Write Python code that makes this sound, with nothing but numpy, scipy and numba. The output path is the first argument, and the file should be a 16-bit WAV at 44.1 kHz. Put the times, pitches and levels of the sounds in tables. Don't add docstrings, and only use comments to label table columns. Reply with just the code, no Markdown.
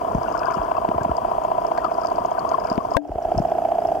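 import sys
import numpy as np
from scipy import signal
from scipy.io import wavfile
from scipy.ndimage import uniform_filter1d
from numba import njit

SR = 44100
rng = np.random.default_rng(int(sys.argv[2]) if len(sys.argv) > 2 else 0)


def persist_wave(psi):
    counts = np.round(np.clip(psi, -1, 1) * 32767).astype(np.int16)
    wavfile.write(sys.argv[1], SR, np.atleast_2d(counts).T)


N = 176400
T = np.arange(N) / SR
KNOCK_S = 2.9675

# time_s, gurgle_db, crackle_db
WATER_ACTIVITY = [(0, -19, -4), (.25, -3, 6), (.4, 4, 10), (.48, 11, 4), (.56, 5, 12), (.68, 1.5, -9.5),
                  (.9, -4.5, -16), (1.4, -35, -3.5), (1.85, 4.5, 5), (2.2, -8, 9), (2.45, -4, 0.5),
                  (2.7, 6.5, 6), (2.93, -35, 6), (3.2, -6.5, 4), (3.45, -6, 1), (4, -9.5, -4)]


def amp(db):
    return 10 ** (np.asarray(db) / 20)


def unit_level(x):
    return x / np.sqrt(np.mean(x ** 2) + 1e-20)


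def gain_over_time(table, column):
    table = np.array(table)
    return amp(np.interp(T, table[:, 0], table[:, column]))


def db_at_pitch(table, hz, column):
    table = np.array(table)
    return np.interp(np.log(hz + 1), np.log(table[:, 0]), table[:, column])


def add(mix, start_s, sound):
    part = mix[..., max(round(start_s * SR), 0):][..., :sound.shape[-1]]
    part += sound[..., :part.shape[-1]]


def pan(x, pan_db):
    return amp([[min(pan_db, 0)], [-max(pan_db, 0)]]) * x


def colour(x, table, column=1, size=8192):
    hz = abs(np.fft.fftfreq(size, 1 / SR))
    log_gain = np.log(amp(db_at_pitch(table, hz, column)))
    ring = np.fft.ifft(np.exp(np.conj(signal.hilbert(log_gain)))).real[:size // 2]
    return signal.fftconvolve(x, ring)[:len(x)]


def sprinkle(per_s, spread_db):
    size = np.minimum(rng.exponential(1, N), 4)
    return amp(spread_db * size) * (rng.random(N) < per_s / SR) * rng.choice([-1, 1], N)


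def water_flow(likeness=0.7, patch_db=1.2, swell_db=0.5):
    # pitch_hz, left_db, right_db
    tone = [(17, -58, -62), (29, -31, -30), (47.7, -16.5, -16), (108, -24.5, -24.5), (247, -22, -20),
            (425, -19, -15), (700, -25.5, -16.5), (1024, -31, -34.5), (1510, -35.5, -39),
            (2080, -42.5, -52.5), (3264, -47, -44.5), (3550, -58, -60), (4050, -69, -70), (4630, -46, -75),
            (6250, -62, -53), (9200, -66.5, -64.5), (16000, -73, -67)]
    left, other = rng.standard_normal((2, N))
    right = likeness * left + np.sqrt(1 - likeness ** 2) * other
    hz, _, spectrum = signal.stft([left, right], SR, nperseg=1024, noverlap=768)
    patches = uniform_filter1d(rng.standard_normal(spectrum.shape[1:]), size=8, axis=0)
    patches = unit_level(uniform_filter1d(patches, size=6, axis=1))
    swell = unit_level(uniform_filter1d(rng.standard_normal(spectrum.shape[2]), size=25))
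    steady_db = np.array([db_at_pitch(tone, hz, side) for side in (1, 2)])[..., None]
    gain = amp(steady_db + patch_db * patches + swell_db * swell)
    return signal.istft(spectrum * gain, nperseg=1024, noverlap=768)[1][:, :N]


def mechanism(beat_s=1 / 29.97, first_s=0.0461, offbeat_late_s=0.00096, jitter_s=0.0001):
    # time_s, main_beat_db, off_beat_db
    effort = [(0, -8.5, -5), (.66, -9, -3.5), (.71, -1, -6), (1.7, -1.5, -6), (2.9, -2.5, -10.5),
              (3.25, 1, -3.5), (4, -1.5, -3)]
    # delay_s, main_beat_db, off_beat_db
    pushes = [(0, -3, -6.5), (.00305, 0, -1), (.0043, -10.5, -19), (.0061, -18.5, -9), (.0090, -23, -18),
              (.0135, -31, -11.5), (.0205, -16.5, -6.5), (.0265, -17.5, -15)]
    # pitch_hz, left_db, right_db
    housing = [(40, -12, 3), (156, 1.5, -14.5), (397, 2.5, 15), (575, 6, 13.5), (604, 25, 24),
               (676.6, 25.5, 28.5), (787, 28, 27.5), (870, 13.5, 16.5), (1009, 6.5, 5.5), (1310, -4, -10),
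               (1960, -26.5, -17.5), (3160, -27.5, -16), (3950, -43, -33.5), (6000, -31, -24),
               (16000, -57.5, -49)]
    # pitch_hz, level_db
    rasp_tone = [(300, -1.5), (1000, 5), (1500, 2), (2100, -4), (3150, 1), (3700, -17), (5000, -22.5),
                 (16000, -29)]
    whirr_db, push_db, spread_db, rasp_db = -39, 2, 0.28, -32.5
    rasp_lead_s, rasp_fade_s, right_lag_s = 0.0011, 0.0038, 0.0001
    force, rasp_starts = amp(whirr_db) * rng.standard_normal(N), np.zeros(N)
    strength = gain_over_time(effort, 1), gain_over_time(effort, 2)
    wobbles = rng.standard_normal((int(N / SR / beat_s), 2))
    for beat, (late, loud) in enumerate(wobbles, -1):
        offbeat = beat % 2
        start_s = first_s + beat * beat_s + offbeat * offbeat_late_s + jitter_s * late
        size = strength[offbeat][[min(int(start_s * SR), N - 1)]] * amp(spread_db * loud)
        add(rasp_starts, start_s - rasp_lead_s, size)
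        for delay_s, *beat_db in pushes:
            add(force, start_s + delay_s, size * amp(push_db + beat_db[offbeat]))
    rasp_fades = signal.lfilter([1], [1, -np.exp(-1 / (rasp_fade_s * SR))], rasp_starts)
    rasp = amp(rasp_db) * rasp_fades * rng.standard_normal(N)
    left = colour(force, housing, column=1)
    right = np.interp(T - right_lag_s, T, colour(force, housing, column=2))
    return np.array([left, right]) + colour(rasp, rasp_tone)


def trapped_air(left):
    # pitch_hz, boost_db
    ring = [(300, 1), (680, -3.5), (800, 0), (900, 10.5), (980, 17.5), (1100, 17), (1350, 8), (2000, 0.5),
            (4000, 4)]
    return np.where(T < KNOCK_S, colour(left, ring), left)


def grain_click(hz, fade_s=0.0015):
    t = T[:SR // 50]
    return np.exp(-t / fade_s) * (np.sin(2 * np.pi * hz * t) + rng.standard_normal((2, len(t))))


def grit(crackle_per_s=150, crackle_db=-49.5, low_hz=4600, high_hz=6800, pitches=12):
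    # start_s, level_db, pitch_hz, pan_db
    ticks = [(.120, -45, 7040, 5), (.232, -34, 5030, 19), (.290, -38, 6200, 13), (.331, -49, 5050, 12),
             (.377, -32, 5240, 18), (0.393, -32.5, 5100, 16), (0.457, -32, 4900, 23),
             (0.553, -38, 5400, 19), (.632, -40, 5100, 12), (0.768, -37, 4740, 12), (1.033, -30, 7340, 4),
             (1.168, -28, 4870, 21), (1.438, -38, 6840, 6), (1.667, -32, 5300, 17),
             (1.779, -30.5, 4500, 21), (1.844, -32, 4480, 19), (2.035, -36, 5000, 26),
             (2.070, -27, 4840, 23), (2.159, -36, 4600, 22), (2.259, -33.5, 6560, 8),
             (2.393, -28, 4500, 20), (2.492, -29.5, 6350, 7), (2.600, -34.5, 5160, 17),
             (2.645, -35, 5100, 17), (2.672, -38, 4900, 12), (2.7, -24, 4800, 27), (2.745, -41, 5440, 12),
             (2.908, -36, 5200, 14), (2.937, -30, 5000, 20), (3.077, -40, 5400, 10),
             (3.225, -35.5, 5700, 7), (3.379, -22, 5300, 13), (3.871, -35, 5250, 15)]
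    # pitch_hz, level_db
    tone = [(500, -15), (2000, -13), (3100, -16), (3600, -21), (4150, -11), (4700, -1), (7300, -8.5),
            (9000, -19), (16000, -30)]
    tick_boost_db, drag_db, drag_s = 6.5, -13.5, 0.018
    crackle = np.zeros((2, N))
    for hz in np.geomspace(low_hz, high_hz, pitches):
        hits = sprinkle(crackle_per_s / pitches, spread_db=4)
        crackle += signal.oaconvolve(hits[None], grain_click(hz), axes=1)[:, :N]
    out = pan(crackle, pan_db=17.5) * amp(crackle_db) * gain_over_time(WATER_ACTIVITY, 2)
    for start_s, level_db, hz, pan_db in ticks:
        size = amp(level_db + tick_boost_db)
        add(out, start_s, pan(size * grain_click(hz), pan_db))
        for late in rng.random(size=3):
            add(out, start_s + drag_s * late, pan(size * amp(drag_db) * grain_click(hz), pan_db))
    return np.array([colour(side, tone) for side in out])


def bubble(hz, rise_s, glide_per_s=-2.1):
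    t = T[:SR // 16]
    swell = (t / rise_s) ** 2 * np.exp(2 - 2 * t / rise_s)
    return swell * np.sin(2 * np.pi * hz * t * (1 + glide_per_s * t / 2))


def bubble_swarm(per_s, low_hz, high_hz, rise_s, pitches=20):
    out = np.zeros(N)
    for hz in np.geomspace(low_hz, high_hz, pitches):
        starts = sprinkle(per_s / pitches, spread_db=2.5)
        out += signal.oaconvolve(starts, bubble(hz, rise_s))[:N] * (low_hz / hz) ** 2
    return out


def bubbles(gurgle_db=-34, fizz_db=-49):
    # start_s, pitch_hz, level_db
    singles = [(.130, 1390, -31), (0.257, 1477, -24.5), (0.277, 2810, -34.5), (0.338, 1137, -17),
               (0.35, 1450, -23.5), (0.428, 1550, -26), (0.458, 1476, -18.5), (0.469, 1610, -24),
               (0.482, 1037, -12), (0.5, 1420, -25), (0.499, 1028, -13), (.512, 1020, -21),
               (.559, 2900, -40), (0.763, 2700, -35), (.766, 1128, -12.5), (.822, 1090, -21),
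               (0.936, 1194, -21), (1.007, 1610, -26), (1.091, 1350, -25.5), (1.776, 1660, -27),
               (1.791, 1890, -36), (1.842, 1288, -12.5), (1.861, 1210, -13), (2.033, 1300, -19.5),
               (2.374, 1536, -25), (2.404, 1134, -20), (2.463, 1140, -17.5), (2.525, 1380, -25),
               (2.540, 1084, -6), (2.802, 1105, -14), (2.945, 1074, -7.5)]
    activity = gain_over_time(WATER_ACTIVITY, 1)
    gurgle = amp(gurgle_db) * activity * bubble_swarm(per_s=350, low_hz=1000, high_hz=1712, rise_s=0.0037)
    fizz = amp(fizz_db) * activity * bubble_swarm(per_s=130, low_hz=2240, high_hz=3340, rise_s=0.0012)
    for start_s, hz, level_db in singles:
        add(gurgle, start_s, amp(level_db) * bubble(hz, rise_s=0.0054))
    return pan(gurgle, pan_db=20.5) + pan(fizz, pan_db=5)


def bumps(sag=0.636, sag_s=0.0064, rise_s=0.00051, fade_cycles=0.71, click_s=0.00017):
    # start_s, level_db, starting_pitch_hz, pan_db, click_db
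    hits = [(0.149, -4, 270, 6.5, -60), (.153, -9.5, 120, 6, -60), (.182, -15, 197, 8, -60),
            (0.57, -14, 260, -4, -48), (.595, -18.5, 92, -2, -60), (.612, -38, 70, 5, -60),
            (0.8893, -4, 320, 5, -13), (.946, -9, 450, 0, -45), (0.957, -15, 148, 3.5, -60),
            (1.011, -12.5, 193, -5, -50), (1.06, -14, 264, 2.5, -50), (1.094, -8, 306, -1.5, -50),
            (1.1, -13, 130, 7, -60), (1.115, -18.5, 135, 2, -60), (1.255, -24, 55.4, -5, -62),
            (1.777, -31, 302, 8, -8), (2.715, -6.5, 310, 3.5, -37), (2.779, 3, 327, 15, -7),
            (3.094, -1.5, 445, -3, -67), (3.103, -9.5, 94.5, 3, -46), (3.156, -13.5, 133, 3, -63),
            (3.157, -2.5, 530, 1, -61), (3.256, -20, 65, 2, -65), (3.347, -9.5, 325, -2.5, -50),
            (3.361, -11.5, 91, -2, -66), (3.376, -4.5, 184, 13, -55), (3.401, -1, 252, 8, -53)]
    # pitch_hz, level_db
    click_tone = [(300, 12), (1500, 12), (3200, -0.5), (4000, -14.5), (5000, -10), (8000, -22),
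                  (16000, -39)]
    out, t = np.zeros((2, N)), T[:SR // 8]
    for start_s, level_db, hz, pan_db, click_db in hits:
        pitch_hz = hz * (1 - sag * (1 - np.exp(-t / sag_s)))
        cycles = np.cumsum(pitch_hz) / SR
        swell = (1 - np.exp(-t / rise_s)) * np.exp(-cycles / fade_cycles)
        thud = amp(level_db) * swell * np.sin(2 * np.pi * cycles)
        click = amp(click_db) * colour(np.exp(-t / click_s) * rng.standard_normal(len(t)), click_tone)
        add(out, start_s, pan(thud + click, pan_db))
    return out


def knock(push_s=0.0073, push_db=-3.5, crack_s=0.0045, crack_db=-12):
    # pitch_hz, level_db, fade_s (to fall 60 dB), rise_s, pan_db
    notes = [(294, 5.5, 0.22, 0.0069, 42), (564, 19.5, 0.036, 0.0033, 42), (655, 31, 0.051, 0.035, 51),
             (920, 14.5, 0.027, 0.0024, 21), (1615, 3.5, 0.037, 0.0019, 7)]
    out, t = np.zeros((2, N)), T[:SR // 3]
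    push = -amp(push_db) * np.sin(np.pi * np.minimum(t / push_s, 1) ** 2)
    add(out, KNOCK_S - push_s, pan(push, pan_db=30))
    dull_noise = unit_level(uniform_filter1d(rng.standard_normal(len(t)), size=4))
    crack = amp(crack_db) * np.exp(-t / crack_s) * dull_noise
    add(out, KNOCK_S, pan(crack, pan_db=22.5))
    for hz, level_db, fade_s, rise_s, pan_db in notes:
        swell = (1 - np.exp(-t / rise_s)) * amp(level_db - 60 * t / fade_s)
        add(out, KNOCK_S, pan(swell * np.sin(2 * np.pi * hz * t), pan_db))
    return out


def scene(hiss_db=-56.5):
    left, right = mechanism() + water_flow()
    background = np.array([trapped_air(left), right])
    return background + bubbles() + grit() + bumps() + knock() + amp(hiss_db) * rng.standard_normal((2, N))


@njit
def limiter_cut_db(peak, limit, attack_s, recover_s, hold_s):
    out, held, cut_db = np.zeros(len(peak)), 0., 0.
    for i in range(len(peak)):
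        held = max(peak[i], held * (1 - 1 / (hold_s * SR)))
        over_db = 20 * np.log10(max(held / limit, 1.))
        cut_db += (over_db - cut_db) / (attack_s * SR) if over_db > cut_db else -cut_db / (recover_s * SR)
        out[i] = cut_db
    return out


def record(dry, low_cut_hz=36, high_cut_hz=15900, limit_db=-7.5, ceiling_db=-6.7):
    peak = abs(dry).max(0)
    cut_db = limiter_cut_db(peak, float(amp(limit_db)), attack_s=0.0034, recover_s=0.15, hold_s=0.075)
    low_cut = signal.butter(2, low_cut_hz, "high", fs=SR, output="sos")
    limited = signal.sosfilt(low_cut, dry) * amp(-cut_db)
    clipped = limited / (1 + (limited / amp(ceiling_db)) ** 8) ** (1 / 8)
    high_cut = signal.firwin(511, high_cut_hz, window=("kaiser", 9), fs=SR)
    return signal.oaconvolve(clipped, high_cut[None], "same")


dry = scene()
out = record(dry)
persist_wave(out)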